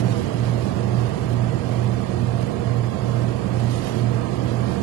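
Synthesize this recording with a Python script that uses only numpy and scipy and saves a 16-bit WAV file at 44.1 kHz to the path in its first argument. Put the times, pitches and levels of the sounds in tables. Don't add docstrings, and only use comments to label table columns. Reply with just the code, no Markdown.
import sys
import numpy as np
from scipy import signal
from scipy.fft import rfft, irfft
from scipy.io import wavfile
from scipy.ndimage import uniform_filter1d

SR = 44100
rng = np.random.default_rng(int(sys.argv[2]) if len(sys.argv) > 2 else 0)


def level_to_linear(level):
    exponent = np.asarray(level, float) / 20
    return 10 ** exponent


def pcm_store(signal):
    levels = np.round(np.clip(np.atleast_2d(signal), -1, 1) * 32767)
    wavfile.write(sys.argv[1], SR, levels.astype(np.int16).T)


N = 212606
TIME = np.arange(N) / SR
HZ = np.maximum(np.fft.rfftfreq(N, 1 / SR), 1)

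# right_peak_db, left_minus_right_db, left_lead_rad
MAINS_TONES = [(-20.5, -13, .4), (-42, -18, -2.4), (-39, -15, 2.6)]
SHAFT_TONES = [(-40, -16, 0.), (-23.1, -12.3, .3), (-43, -12, 1.5), (-45, -5, 1.2)]
BELT_TONES = [(-40.5, -10, 2.9), (-33.5, -20, 1.), (-35, -14.5, -.1), (-41, -14, .7)]
# time_s, level_db
LEFT_TURN = [(0, 1.5), (1.6, 0.1), (2.4, -1), (3.8, -0.3), (4.82, -1.5)]
# frequency_hz, density_db_per_hz
ROAR_RIGHT = [(22, -73), (45, -69), (60, -64.5), (90, -45.5), (150, -48.5), (200, -46.5), (300, -51.5),
              (520, -57.5), (760, -60.5), (900, -64), (1400, -71.5), (3000, -77), (6000, -84),
              (11000, -90.5)]
ROAR_LEFT = [(22, -83), (50, -60), (90, -59), (160, -64.5), (240, -64), (320, -62), (480, -68.5),
             (600, -74), (850, -81.5), (1300, -88), (3000, -95.5), (5000, -99.5), (11000, -102.4)]
# frequency_hz, width_hz, level_db
DUCT_RESONANCES = [(67, 11, -13), (105, 14, -2), (140, 16, 2), (188, 25, 3), (255, 25, -3), (360, 25, 3),
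                   (395, 30, -3), (475, 40, 3), (670, 60, 4), (830, 70, -2), (1170, 260, 4), (1500, 50, -3),
                   (1600, 80, 3), (1880, 120, 2), (3800, 300, -3), (4600, 1400, 2), (5700, 400, -3),
                   (6900, 900, 2)]
# frequency_hz, likeness_0_to_1, left_lead_rad
LIKENESS = [(45, .2, 0.), (80, .75, .3), (140, .88, .3), (200, .8, .5), (240, .4, 1.5), (290, .83, 1.9),
            (450, .7, 1.5), (590, .65, 1.9), (640, .1, 0.), (740, .62, -2.1), (880, .2, -2.2),
            (1050, .3, 1.), (1300, .05, 0.)]
# frequency_hz, density_db_per_hz
HISS_RIGHT = [(700, -45), (1500, 0), (3000, 3), (5000, 1), (8000, -6), (11500, -6)]
HISS_LEFT = [(500, -18), (1200, -12), (2500, 1), (4000, -1.5), (7000, -8.5), (11500, -4)]
# peak_s, length_s, right_db, left_db, treble_db (light brush +, heavy drag -)
STROKES = [(.0, 0.027, -32, -52, 0), (0.112, 0.086, -39.5, -51, 0.5), (0.188, 0.086, -37.5, -54, 0),
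           (0.458, 0.074, -42, -57, -4), (.69, 0.085, -47, -54, 1.), (1.0, 0.19, -48.5, -56, -1),
           (1.33, 0.11, -45, -61, 1), (1.752, 0.24, -47.5, -63, 0), (2.42, .12, -46, -61, -2.),
           (2.73, .1, -55, -52, -1.), (3.1, 0.26, -48, -68, 2), (3.622, 0.21, -41.5, -53, 0.),
           (3.749, 0.15, -37.5, -52, 3.5), (3.869, 0.11, -35.5, -52, -0.5), (3.95, 0.2, -39.5, -66, -0.5),
           (4.35, 0.076, -41.5, -62, -7), (4.5, .12, -42, -55, -4), (4.722, 0.24, -46.5, -58, 2)]
# start_s, right_peak_db, left_peak_db
SNAPS = [
    (.229, -50, -45),
    (.514, -50, -46),
    (2.272, -33, -55),
    (2.7755, -50, -35),
    (3.570, -50, -45),
    (4.270, -34, -50),
]
# frequency_hz, left_rms_per_step, right_rms_per_step, drop_share (of the power around)
CAMERA_THRIFT = [(200, 12, 30, 0.), (500, 9, 14, 0.), (1000, 2.8, 10, .1), (1700, 1.35, 6, .33),
                 (2400, 1.2, 4.8, .45), (3400, 1.1, 4.4, .53), (4800, .87, 3.9, .62), (6200, .8, 2.8, .68),
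                 (11500, .78, 2.3, .69)]


def contour(points, column=1):
    points = np.array(points, float)
    return np.interp(np.log(HZ), np.log(points[:, 0]), points[:, column])


def white():
    return rfft(rng.standard_normal(N)) * np.sqrt(SR / 2)


def walk(rate_hz):
    hold = int(SR / rate_hz)
    levels = np.repeat(rng.standard_normal(N // 500), hold)[:N]
    slewed = uniform_filter1d(levels, hold)
    return 1.3 * uniform_filter1d(slewed, hold)


def swell(peak_s, length_s):
    rise_share = 0.91
    late = (TIME - peak_s) / length_s * 2
    return np.exp(-np.where(late < 0, late / rise_share, late) ** 2)


def motor(sway_db=.5):
    mains_hz, shaft_hz, belt_hz = 60.0, 58.89, 26.5
    throb_peak_s = 2.291
    tones_hz = np.concatenate([mains_hz * np.array([2, 6, 8]),
                               shaft_hz * np.array([1, 2, 4, 8]),
                               belt_hz * np.array([2, 3, 5.05, 7.01])])
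    out = np.zeros((2, N))
    for hz, (right_db, left_db, lead) in zip(tones_hz, MAINS_TONES + SHAFT_TONES + BELT_TONES):
        phase = 2 * np.pi * hz * (TIME - throb_peak_s)
        level = level_to_linear(right_db + sway_db * walk(1.86))
        out += level * np.array([level_to_linear(left_db) * np.cos(phase + lead), np.cos(phase)])
    return out


def roar(swell_db=0.6, flicker_db=.5):
    resonances = sum(db / (1 + (2 * (HZ - hz) / width) ** 2) for hz, width, db in DUCT_RESONANCES)
    like = np.clip(contour(LIKENESS), 0, .99)
    lead = np.exp(1j * contour(LIKENESS, column=2))
    right = white()
    left = like * lead * right + np.sqrt(1 - like ** 2) * white()
    pair = np.array([left * level_to_linear(contour(ROAR_LEFT)), right * level_to_linear(contour(ROAR_RIGHT) + resonances)])
    out = np.zeros((2, N))
    surge = walk(0.72)
    for octave in range(-1, 10):
        share = np.clip(1 - abs(np.log2(HZ / 40) - octave), 0, 1)
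        out += irfft(pair * share, N) * level_to_linear(swell_db * surge + flicker_db * walk(9))
    return out


def hiss(grain_db=2.5, flutter_db=1.67):
    steam_db, seep_db = [-43, -51.5], [-53.5, -66.5]
    steam_fade_db_s = 6.5
    treble = 1 / (1 + (6000 / HZ) ** 4)
    out = []
    for colour, side in ((HISS_LEFT, 1), (HISS_RIGHT, 0)):
        grains = rng.standard_normal(N) * level_to_linear(grain_db * rng.exponential(size=N))
        air = rfft(grains) * level_to_linear(contour(colour))
        air = air / irfft(air, N).std()
        steam = level_to_linear(seep_db[side]) ** 2 + level_to_linear(steam_db[side] - steam_fade_db_s * TIME) ** 2
        body_power, treble_power = steam.copy(), steam.copy()
        for peak_s, length_s, *db in STROKES:
            stroke = swell(peak_s, length_s)
            body_power += (level_to_linear(db[side]) * stroke) ** 2
            treble_power += (level_to_linear(db[side] + db[2]) * stroke) ** 2
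        body = irfft(air * (1 - treble), N) * np.sqrt(body_power)
        top = irfft(air * treble, N) * np.sqrt(treble_power)
        out.append((body + top) * level_to_linear(flutter_db * walk(15)))
    return np.array(out)


def snaps(decay_s=.0009):
    out = np.zeros((2, N))
    cracks = rng.standard_normal((len(SNAPS), 300)) * np.exp(-np.arange(300) / SR / decay_s)
    cracks = signal.lfilter(*signal.butter(1, [1800, 7000], "bandpass", fs=SR), cracks) * 1.8
    for (start_s, right_db, left_db), crack in zip(SNAPS, cracks):
        i = int(start_s * SR)
        out[:, i:i + len(crack)] += level_to_linear([[left_db], [right_db]]) * crack
    return out


def whine(level_db=-44.5, left_db=-20):
    centre_hz, width_hz = 1055, 41
    air = irfft(white() / (1 + (2 * (HZ - centre_hz) / width_hz) ** 2), N)
    return air / air.std() * swell(2.95, 1) * level_to_linear(level_db) * level_to_linear([[left_db], [0]])


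def scene():
    table = motor() + roar()
    table[0] *= level_to_linear(np.interp(TIME, *np.transpose(LEFT_TURN)))
    return table + hiss() + snaps() + whine()


def camera_economy(x):
    frame, grid, lines_kept, band_lines = 1024, 258, 560, 16
    edge_hz, edge_spread_hz = 11740, 120
    frame_budget_db, band_budget_db = 1.3, 3.0

    bell = np.kaiser(frame + 1, 4 * np.pi)
    rise = np.sqrt(np.cumsum(bell[:-1]) / bell.sum())
    window = np.r_[rise, rise[::-1]]
    line = np.arange(lines_kept) + .5
    basis = np.cos(np.pi / frame * np.outer(line, np.arange(2 * frame) + .5 + frame / 2)) * window
    padded = np.pad(x, ((0, 0), (2 * frame - grid, 3 * frame)), "reflect")
    at = np.arange(N // frame + 3)[:, None] * frame + np.arange(2 * frame)
    lines = padded[:, at] @ basis.T
    power = lines ** 2

    hz = line * SR / (2 * frame)
    table_hz, *columns = np.transpose(CAMERA_THRIFT)
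    left, right, share = (np.interp(hz, table_hz, column) for column in columns)
    band = np.repeat(power.reshape(2, len(at), -1, band_lines).mean(-1), band_lines, axis=-1)
    band = uniform_filter1d(band, size=3, axis=1)

    edge = edge_hz + edge_spread_hz * rng.standard_normal((2, len(at), 1))
    frame_db = frame_budget_db * rng.standard_normal((2, len(at), 1))
    band_db = band_budget_db * rng.standard_normal((2, len(at), lines_kept // band_lines))
    tight = level_to_linear(frame_db + np.repeat(band_db, band_lines, axis=-1))

    near = uniform_filter1d(uniform_filter1d(power, size=4, axis=2), size=3, axis=1)
    around = uniform_filter1d(uniform_filter1d(power, size=41, axis=2), size=3, axis=1)
    excess = near / (share * np.sqrt(tight) * around + 1e-18) - 1
    lines = lines * np.clip(excess / .72, 0, 1) * (hz < edge)

    fineness = np.repeat(np.array([left, right])[:, None, ::band_lines], band_lines, axis=-1)
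    step = np.sqrt(band + 1e-18) / fineness * tight
    rounded = np.floor((abs(lines) / step) ** .75 + .4054) ** (4 / 3) * step * np.sign(lines)

    frames = rounded @ basis * 2 / frame
    out = np.zeros_like(padded)
    out[:, at[:, :frame]] += frames[..., :frame]
    out[:, at[:, frame:]] += frames[..., frame:]
    return out[:, 2 * frame - grid:][:, :N]


def roll_off(x):
    return signal.sosfilt(signal.butter(12, 11930, fs=SR, output="sos"), x)


def record(dry):
    mix = camera_economy(dry)
    return roll_off(mix)


dry = scene()
out = record(dry)
pcm_store(out)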